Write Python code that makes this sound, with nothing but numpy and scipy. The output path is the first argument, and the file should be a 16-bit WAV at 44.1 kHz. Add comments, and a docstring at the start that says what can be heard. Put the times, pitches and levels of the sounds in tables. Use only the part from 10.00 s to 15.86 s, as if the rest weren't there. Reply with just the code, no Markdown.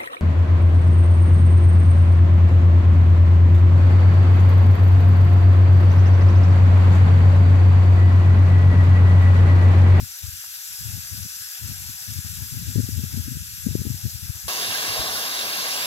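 """Steam hisses thinly, then a full jet roars out, fluttering; wind thumps, mostly on the left, and wood crackles.
A pressure cooker stands on a wood fire outdoors: steam leaks past its valve weight until the weight lifts.
Hiss and jet are patchy noise with narrow peaks, coloured by the lid and the hearth stones.
Wind is lumpy low noise plus short swings on a microphone port; each crackle is a fading burst of noise."""
import sys
import numpy as np
from scipy import signal
from scipy.fft import rfft, irfft, next_fast_len
from scipy.io import wavfile
from scipy.ndimage import uniform_filter1d, map_coordinates

SR = 44100
rng = np.random.default_rng(int(sys.argv[2]) if len(sys.argv) > 2 else 0)


def int16_out(signal):
    """Quantize to a 16-bit WAV file."""
    q = np.round(np.clip(np.atleast_2d(signal).T, -1, 1) * 32767)
    wavfile.write(sys.argv[1], SR, q.astype(np.int16))


N = 258405

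# Colour of the finer swirls of wind: (frequency [Hz], relative level per Hz [dB])
SWIRL_COLOUR = [(60, -35), (130, -8), (220, 3), (320, -11.5), (480, -21.5), (700, -40.5), (1400, -96)]


def amp(db):
    """Decibels to gain."""
    return 10 ** (np.asarray(db) / 20)


def unit(x):
    """Scale to rms 1."""
    return x / np.sqrt(np.mean(x ** 2) + 1e-20)


def along(points, hz):
    """Read (frequency [Hz], value) points on a log frequency axis."""
    f, v = np.transpose(points)
    return np.interp(np.log(hz + 1), np.log(f + 1), v)


def curves(rows):
    """One value per sample for each column after the time."""
    s, *cols = np.transpose(rows)
    return [np.interp(np.arange(N) / SR, s, c) for c in cols]


def wobble(rate):
    """A smooth random curve with the given number of random points a second."""
    points = rng.standard_normal(int(N * rate / SR) + 4)
    return map_coordinates(points, [np.arange(N) * rate / SR])


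def filtered(x, response):
    """Multiply the spectrum of x by a response that depends on frequency."""
    m = next_fast_len(N + SR // 4)  # spare room at the end
    hz = np.fft.rfftfreq(m, 1 / SR)
    return irfft(rfft(x, m) * response(hz), m)[..., :N]


def lowpass(x, cut_hz, steepness):
    """Keep what lies below cut_hz; a higher steepness cuts off more sharply."""
    return filtered(x, lambda hz: 1 / (1 + (hz / cut_hz) ** steepness))


def noise(spectrum):
    """Coloured noise of rms 1."""
    return unit(filtered(rng.standard_normal(N), lambda hz: amp(along(spectrum, hz))))


def reshaped(x, gain_db, size):
    """Give x a colour that changes in time: gain_db(frequency [Hz], time [s])."""
    hz, s, z = signal.stft(x, SR, nperseg=size)
    return signal.istft(z * amp(gain_db(hz[:, None], s)), SR, nperseg=size)[1][:, :N]


def patches(shape, size_hz, size_s):
    """A random map over frequency and time, blurred into patches of the given sizes in cells."""
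    rough = rng.standard_normal(shape)
    return unit(uniform_filter1d(uniform_filter1d(rough, size=size_hz, axis=0), size=size_s, axis=1))


def fire(t60=0.079, tick_db=7, tick_t60=0.0072):
    """Burning wood snaps under the pot: a sharp tick, then a short hollow tail; t60 is the time to fall 60 dB."""
    # When the wood crackles: (time [s], starting level of the tail [dB])
    crackles = [(0.4388, -47.5), (2.246, -52), (4.347, -54)]
    # Colour of a crackle's tail: (frequency [Hz], relative level per Hz [dB])
    ember = [(200, -54), (700, 7.5), (1500, 10), (4000, -11), (15000, -24)]
    t = np.arange(N) / SR

    def snaps(decay):
        return sum((t >= s) * amp(db - 60 * abs(t - s) / decay) for s, db in crackles)
    tails = snaps(t60) * noise(ember)
    ticks = snaps(tick_t60) * amp(tick_db) * rng.standard_normal(N)
    return tails + ticks


def gust_force(rise_db_per_s=750, fall_db_per_s=424, calm_db=-77):
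    """Wind force in dB at each port: every gust rises fast, holds and falls back to the calm."""
    # Gusts of wind: (start of hold [s], hold [s], force on the left port [dB], force on the right port [dB])
    gusts = [(0, 0.029, -30, -99), (0.05, 0.042, -49.5, -80), (0.24, 0.059, -36.5, -52),
             (0.335, 0.02, -40, -72), (0.47, 0.059, -58, -80), (0.571, 0.015, -61, -80),
             (0.633, 0.02, -62, -80), (0.703, 0.04, -51.5, -50), (0.81, 0.03, -38, -40),
             (0.856, .13, -32, -81), (1.01, 0.098, -45.5, -78), (1.122, 0.13, -33, -84),
             (1.32, 0.05, -54, -80), (1.416, 0.027, -47, -78), (1.625, 0.097, -31.5, -78),
             (1.746, .18, -37.5, -78), (1.96, 0.14, -53, -78), (2.091, 0.11, -30, -74),
             (2.248, 0.19, -33, -57), (2.43, 0.095, -40, -68), (2.522, 0.21, -29.5, -38.5),
             (2.76, 0.17, -32, -41.5), (2.946, 0.075, -26, -62), (3.044, 0.4, -32.5, -43),
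             (3.41, 0.05, -39, -45), (3.49, 0.13, -41.5, -48), (3.648, 0.27, -25.5, -64),
             (3.9, 0.079, -34.5, -43), (4.045, 0.021, -25.5, -38), (4.128, 0.25, -38.5, -71),
             (4.23, 0.018, -31, -76), (4.448, 0.018, -37, -35.5), (4.67, 0.022, -65, -39),
             (4.892, 0.023, -42, -37), (4.99, 0.013, -36, -32.5), (5.07, 0.1, -50, -46)]
    t, force_db = np.arange(N) / SR, np.full((2, N), float(calm_db))
    for start, hold, left_db, right_db in gusts:
        rise_db = rise_db_per_s * (t - start)
        fall_db = fall_db_per_s * (start + hold - t)
        shape_db = np.minimum(0, np.minimum(rise_db, fall_db))
        force_db = np.maximum(force_db, shape_db + np.array([[left_db], [right_db]]))
    return force_db


def port_wind(force_db, lumpy_db=3.5, swirl_lumpy_db=3.0, flurry_db=-13, steepness=1.43, strong_db=-22,
              span_s=0.074):
    """Lumpy rumble on one port follows the gusts; finer swirls grow faster than the rumble."""
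    # Colour of the low rumble of wind: (frequency [Hz], relative level per Hz [dB])
    rumble_colour = [(25, -37), (40, -19), (60, -1), (85, 5.5), (115, 2), (160, -8), (200, -12), (240, -22),
                     (330, -40), (500, -53), (1000, -101)]
    lumps = amp(lumpy_db * wobble(45))
    churn = lumps * noise(rumble_colour)
    # Even out the loudness over each short span, then let the gusts set it
    loudness = np.sqrt(abs(uniform_filter1d(churn ** 2, size=int(span_s * SR))))
    rumble = churn / loudness * amp(force_db)
    fine = unit(lumps * amp(swirl_lumpy_db * wobble(60)) * noise(SWIRL_COLOUR))
    swirl_level_db = strong_db + flurry_db + steepness * (force_db - strong_db)
    return rumble + fine * amp(swirl_level_db)


def eddies(snap_hz=232, snap_share=0.33, swirl_db=-6):
    """Each eddy pushes the diaphragm in a brief swing; its tight core adds a shorter snap and a few fine swirls."""
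    # Strong eddies on the left port: (time [s], relative thump level [dB], thump frequency [Hz],
    # relative core level [dB], half length [s])
    eddy_rows = [(0.034, -29, 105, -59, 0.0054), (0.245, -29, 90, -53, 0.0074),
                 (0.288, -26, 86, -56, 0.0069), (0.872, -29, 103, -46, 0.01), (0.94, -30, 97, -48, 0.0099),
                 (1.147, -43, 120, -39, 0.01), (1.23, -27, 91, -52, 0.0075), (1.257, -25, 111, -44, 0.0034),
                 (1.662, -27, 94, -46, 0.007), (1.897, -46, 121, -42, 0.0067),
                 (2.191, -25, 122, -35, 0.0041), (2.426, -23.5, 116, -38, 0.0073),
                 (2.545, -30, 118, -33, 0.0095), (2.694, -25.5, 109, -37, 0.016),
                 (2.76, -15, 123, -16, 0.0039), (2.778, -14, 110, -24, 0.0087),
                 (2.789, -29, 114, -16.5, 0.014), (2.802, -15, 103, -22, 0.0085),
                 (2.841, -19, 108, -32, 0.0096), (2.891, -38, 130.4, -24, 0.0045),
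                 (2.931, -20.5, 96, -41, 0.0074), (2.994, -19.5, 82.4, -28.5, 0.015),
                 (3.039, -23.5, 124, -20, 0.0076), (3.065, -25, 95, -40, 0.0083),
                 (3.145, -23.5, 131, -23, 0.0082), (3.176, -22.5, 89, -25.5, 0.013),
                 (3.199, -21.5, 86.6, -35, 0.013), (3.261, -38, 100, -52, 0.0075),
                 (3.284, -31, 120, -26, 0.009), (3.32, -25.5, 126, -30, 0.014),
                 (3.371, -24.5, 132, -31.5, 0.0054), (3.669, -27, 113, -16.5, 0.0091),
                 (3.687, -30, 121, -26, 0.0025), (3.717, -23, 101, -47, 0.0056),
                 (3.754, -18, 103, -10.5, 0.0031), (3.819, -20, 115, -26, 0.0024),
                 (3.854, -24, 120, -25, 0.0037), (3.869, -37, 105, -21.5, 0.0086),
                 (3.904, -23, 120, -30, 0.011), (3.945, -25.5, 112, -34, 0.0082),
                 (4.057, -21, 115, -25.5, 0.011), (4.156, -23.5, 95.5, -59, 0.0062),
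                 (4.302, -17, 95, -39, 0.0049), (4.999, -24.5, 84, -40, 0.0047)]
    t, out = np.arange(N) / SR, np.zeros(N)
    swirl = noise(SWIRL_COLOUR)
    phases = rng.uniform(0, 2 * np.pi, len(eddy_rows))
    for (s, thump_db, thump_hz, core_db, half), phase in zip(eddy_rows, phases):
        near = abs(t - s) < 4 * half
        u = t[near] - s  # seconds from the middle of the eddy

        def swing(hz, width):
            return np.sqrt(2) * np.exp(-(u / width) ** 2 / 2) * np.cos(2 * np.pi * hz * u + phase)
        fine = amp(swirl_db) * np.exp(-(u / half) ** 2) * unit(swirl[near])
        core = swing(snap_hz, snap_share * half) + fine
        out[near] += amp(thump_db) * swing(thump_hz, half) + amp(core_db) * core
    return out


def wind(eddy_db=-1.0, skew=0.32):
    """Gusts and eddies strike the left port, the right is mostly sheltered; hard blows suck more than they push."""
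    left_db, right_db = gust_force()
    left = port_wind(left_db) + amp(eddy_db) * eddies()
    push = np.array([left, port_wind(right_db)])
    return push - skew * push ** 2


def turbulence(patchy_db, size=512):
    """Turbulent steam: two white noises that share short-lived patches of random gain."""
    z = signal.stft(rng.standard_normal((2, N)), nperseg=size)[2]
    field = patches(z.shape[1:], size_hz=9, size_s=10)
    return signal.istft(z * amp(patchy_db * field), nperseg=size)[1][:, :N]


def at_ports(pair, colour, balance, alike, lead, low_cut_hz, peaks, peak_width_hz):
    """Steam at the two ports: coloured, with narrow peaks, partly alike, mostly earlier on the left."""
    ear = np.array([[1], [-1]])  # left, right

    def blend(hz):
        turn = np.arccos(np.clip(along(alike, hz), 0, 1)) / 2
        return np.array([np.cos(turn), np.sin(turn)])
    mid, side = filtered(pair, blend)

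    def path(hz):
        peaks_db = sum(db / (1 + ((hz - centre) / peak_width_hz) ** 4) for centre, db in peaks)
        angle = np.interp(hz, *np.transpose(lead))
        no_bass = np.sqrt(1 - 1 / (1 + (hz / low_cut_hz) ** 6))
        level_db = along(colour, hz) + peaks_db + ear * along(balance, hz) / 2
        return no_bass * amp(level_db) * np.exp(1j * ear * angle / 2)
    return unit(filtered(mid + ear * side, path))


def reflections(steam, ripple, slide_per_s, middle_s):
    """Peaks and notches from lid and stones; they slide in pitch as the hand-held microphone drifts."""
    def comb_db(hz, s):
        bumps = sum(np.outer([left, right], np.exp(-((hz - centre) / width) ** 2))
                    for centre, width, left, right in ripple)
        unslid_hz = hz / (1 + slide_per_s * (s - middle_s))
        return np.array([np.interp(unslid_hz, hz.ravel(), port) for port in bumps])
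    return unit(reshaped(steam, comb_db, size=4096))


def spits(rate, decay_s):
    """Droplets torn through the gap at random, rate a second: sharp jumps that die away; mean 0, rms 1."""
    kicks = (rng.random(N) < rate / SR) * rng.uniform(0.41, 1, N)
    jumps = signal.lfilter([1], [1, -np.exp(-1 / (decay_s * SR))], kicks)
    return unit(jumps - jumps.mean())


def low_part_db(hz, s, patchy_db=6.0):
    """The level of the low part of the hiss varies slowly and in random patches."""
    # Slow change of the low part: (time [s], gain [dB])
    slow_gain = [(0, -2), (.6, -4), (1, 3.5), (1.4, -3.5), (1.75, 5), (2.3, -3.5), (3.1, 3), (3.53, -12),
                 (3.75, 1.5), (4.45, 1.5)]
    field = np.minimum(patches((len(hz), len(s)), size_hz=6, size_s=6), 1)  # limit the boosts
    return np.interp(s, *np.transpose(slow_gain)) + patchy_db * field


def leak(gain_db=3, air_db=3, split_hz=8800, spit_db=0.5, flow_db=4.5, low_cut_hz=350, edge_hz=950):
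    """A thin hiss: one flow drives body and airy top; the part below edge_hz has varying level."""
    # Steam leaking past the seated weight: (time [s], relative flow level [dB])
    leak_flow = [(0, -43.5), (.35, -43), (.75, -41.5), (1.6, -41.5), (2.7, -42), (3.3, -43), (4.45, -43)]
    # Colour of the hiss: (frequency [Hz], relative level per Hz [dB])
    colour = [(380, -47), (520, -33), (700, -28), (1100, -34), (1400, -3.5), (2200, -9.5), (4000, -7.5),
              (5300, -2.5), (7600, -2.5), (8600, -8.5), (11300, -3.5), (12400, 1), (14000, -10.5),
              (15600, -15.5)]
    # Loudness between the ports: (frequency [Hz], left minus right [dB])
    balance = [(450, -6), (700, -22), (1100, -43), (1400, -0.5), (3000, 2.5), (6000, 4.5), (9500, 6),
               (15000, 6.5)]
    # Likeness of the two ports: (frequency [Hz], likeness [0-1])
    alike = [(800, 0.5), (1400, 0.82), (2300, 0.47), (2950, 0.77), (3300, 0.57), (5000, 0.72), (6200, 0.67),
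             (7500, 0), (9000, 0.3), (9700, 0), (10400, 0.56), (11400, 0.48), (12300, 0.4), (13000, 0.4)]
    # The left port is nearer the valve: (frequency [Hz], lead of the left [rad])
    lead = [(0, 0), (600, 1.2), (1500, 1.7), (2100, 3.4), (2500, 4.4), (3100, 4.0), (4200, 8.0),
            (5200, 10.6), (6200, 11.9), (7500, 14.2), (9000, 16.7), (11000, 22.0), (12300, 24.5),
            (15700, 30.1)]
    # Narrow peaks that give the hiss a faint tonal grain: (frequency [Hz], boost [dB])
    peaks = [(5930, 5.5), (7380, 0.5), (12250, 1)]
    # Reflections off lid and stones: (frequency [Hz], width [Hz], left gain [dB], right gain [dB])
    ripple = [(1113, 202, 15.5, -2.5), (1425, 128, -4, -7.5), (1630, 180, -0.5, 3), (2610, 42, -3, 9.5),
              (2760, 180, 4, -2.5), (3410, 150, 1.4, 3.5), (4820, 77, 3, 5), (5150, 140, -0.5, 6.5),
              (5720, 327, 1.1, -3.5), (6020, 42, -3.5, 14), (6660, 590, -5, 0.8), (7320, 430, 3.5, 1.5),
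              (8930, 160, 1.5, 5.5), (10200, 110, 2, -3)]
    level_db, = curves(leak_flow)
    steam = at_ports(turbulence(patchy_db=0.93), colour, balance, alike, lead, low_cut_hz, peaks,
                     peak_width_hz=31)
    steam = reflections(steam, ripple, slide_per_s=0.0017, middle_s=2.8)
    body = lowpass(steam, split_hz, 8)
    air = steam - body
    low_part = lowpass(steam, edge_hz, 8)
    varied_body = body - low_part + reshaped(low_part, low_part_db, size=1024)
    flow = varied_body * amp(gain_db) + air * amp(air_db)
    return flow * amp(level_db + flow_db + spit_db * spits(rate=70, decay_s=0.0091))


def band_changes_db(hz, s):
    """Short gain changes in bands of the jet: boosts, and narrow cuts near 2 kHz."""
    # The first boost comes as the weight pops up:
    # (time [s], half length [s], centre [Hz], half width [octaves], gain [dB])
    changes = [(4.484, 0.006, 700, 1, 5), (4.56, .07, 2400, .08, -8), (4.582, 0.12, 6380, 0.13, 4),
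               (4.977, 0.026, 700, 0.5, 8.5), (5.1, 0.2, 2500, 0.29, -3.5), (5.54, .07, 1930, 0.08, -3),
               (5.695, 0.19, 2480, 0.15, 2), (5.818, .06, 7550, .07, 8)]

    def change(at, half, centre, octaves, db):
        pitch_distance = np.log2((hz + 1) / centre) / octaves
        return db * np.exp(-((s - at) / half) ** 2 - pitch_distance ** 2)
    return sum(change(*row) for row in changes)


def jet(base_db=-27.5, rush_db=2.0, roar_db=1.14, spray_db=1.5, spit_db=0.25, low_hz=1250, high_hz=7500,
        low_cut_hz=85):
    """The open jet: big eddies roar, the core rushes, droplets fizz and make it all flutter as it surges."""
    # The jet swells and eases: (time [s], roar gain [dB], rush gain [dB], spray gain [dB])
    surges = [(4.48, 0.6, 0.1, .6), (4.9, 0.9, 1.26, 0), (5.1, 2, .5, .1), (5.21, 3, 0, 0),
              (5.33, -1, 0.5, -1.5), (5.55, 0, 0.3, -.8), (5.86, -0.2, 0.4, -0.1)]
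    # Colour of the jet: (frequency [Hz], relative level per Hz [dB])
    colour = [(75, -11.5), (150, -10), (330, -8), (650, -3), (1100, -1), (2300, -3), (3500, 0),
              (4800, -0.9), (6000, -6.5), (8300, -13), (10800, -6), (12800, -5), (15600, -14)]
    # Loudness between the ports: (frequency [Hz], left minus right [dB])
    balance = [(600, 0.78), (1500, -1.3), (3000, -2.5), (6000, -0.47), (9500, 2.1), (15000, 0.09)]
    # Likeness of the two ports: (frequency [Hz], likeness [0-1])
    alike = [(150, 0.3), (600, 0.84), (1800, 0.78), (2300, 0.85), (2650, 0.88), (2950, 0.2), (3350, 0.98),
             (4800, 0.91), (5300, .4), (6500, 0.34), (11000, 0.22), (12500, 0.59), (15000, 0.29)]
    # The left port is nearer the valve: (frequency [Hz], lead of the left [rad])
    lead = [(0, 0), (150, -0.4), (1100, 1.2), (2200, 3.1), (2800, 4.6), (3500, 5.1), (4200, 7.0),
            (5000, 10.1), (6000, 10.5), (7000, 11.4), (8200, 11.9), (10000, 15.6), (12500, 20.3),
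            (15600, 23.1)]
    # Narrow peaks that give the jet a faint tonal grain: (frequency [Hz], boost [dB])
    peaks = [(762, 1.6), (1038, 1.7), (1607, 2.3), (2645, 5.7), (2839, 5.8), (3255, 2.9), (3527, 3.2),
             (3712, 2.8), (3805, 2.3), (4107, 2), (4503, 3.5), (5303, 8.7), (5583, 4), (5815, 3.5),
             (6211, 3.9), (7337, 3.5), (11134, 4)]
    # Reflections off lid and stones: (frequency [Hz], width [Hz], left gain [dB], right gain [dB])
    ripple = [(444, 23, 1.5, 3.5), (530, 36, -2, -1.7), (870, 69, -5, -4.5), (1110, 42, 3, 0.5),
              (1280, 38, 3, -1), (1270, 76, -9, -2), (1350, 80, -5, -0.5), (1513, 41, 4, -11),
              (1656, 80, 3, 3.5), (2160, 70, 1.5, 4.5), (2320, 96, 4, -5), (2520, 40, -6, -2),
              (3080, 130, -4.5, -6), (3130, 24, -1, -6), (3210, 81, -3, 9.5), (3320, 270, 3, -5),
              (3970, 110, -1.5, -3.5), (4100, 70, 2.5, 6), (4290, 240, -2.5, -5), (4770, 250, 6, 5),
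              (4940, 53, -2.5, -8), (5510, 30, 10.5, 5), (5850, 54, 8.5, 7), (6090, 37, 6, 9),
              (6260, 81, -4, 2.5), (6620, 52, 7.5, 0.8), (6700, 84, -3.5, -6), (6830, 230, 6.5, 6.5),
              (7260, 50, 3.4, 3.3), (8000, 107, 4, 9.5), (8292, 30, -2, -8), (8600, 117, 0, -1),
              (8800, 170, 5.5, 8), (9380, 120, 9, 6), (9788, 85, 5, -3.4), (10300, 74, 3, 6.5),
              (11000, 67, 1, 7), (12200, 81, 1, -2.5), (13000, 77, 4, 6), (13097, 65, 2.9, 4),
              (14016, 63, 5, -3.6), (15085, 138, 3.9, 3.8)]
    roar_surge_db, rush_surge_db, spray_surge_db = curves(surges)
    steam = at_ports(turbulence(patchy_db=1.16), colour, balance, alike, lead, low_cut_hz, peaks,
                     peak_width_hz=20)
    steam = reflections(steam, ripple, slide_per_s=-0.0046, middle_s=5.5)
    steam = reshaped(steam, band_changes_db, size=512)
    roar = lowpass(steam, low_hz, 6)
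    spray = steam - lowpass(steam, high_hz, 8)
    rush = steam - roar - spray
    flow = rush * amp(rush_db + rush_surge_db)
    flow = flow + roar * amp(roar_db + roar_surge_db)
    flow = flow + spray * amp(spray_db + spray_surge_db)
    return flow * amp(base_db + spit_db * spits(rate=150, decay_s=0.011))


def valve_opening(lift_s=4.481, lift_time_s=0.0012):
    """0 while the weight sits on the vent, 1 once it has lifted; lift_s is the middle of the lift."""
    return np.clip((np.arange(N) / SR - lift_s) / lift_time_s + .5, 0, 1)


def scene():
    """The leak gives way to the jet; wind and fire go on independently of the valve."""
    opening = valve_opening()
    steam = (1 - opening) * leak() + opening * jet()
    return fire() + wind() + steam


def record(dry, low_cut_hz=48, top_hz=15800):
    """The recorder cuts the deepest rumble and keeps nothing above its band limit."""
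    return filtered(dry, lambda hz: (hz < top_hz) * np.sqrt(1 - 1 / (1 + (hz / low_cut_hz) ** 8)))


dry = scene()
out = record(dry)
int16_out(out)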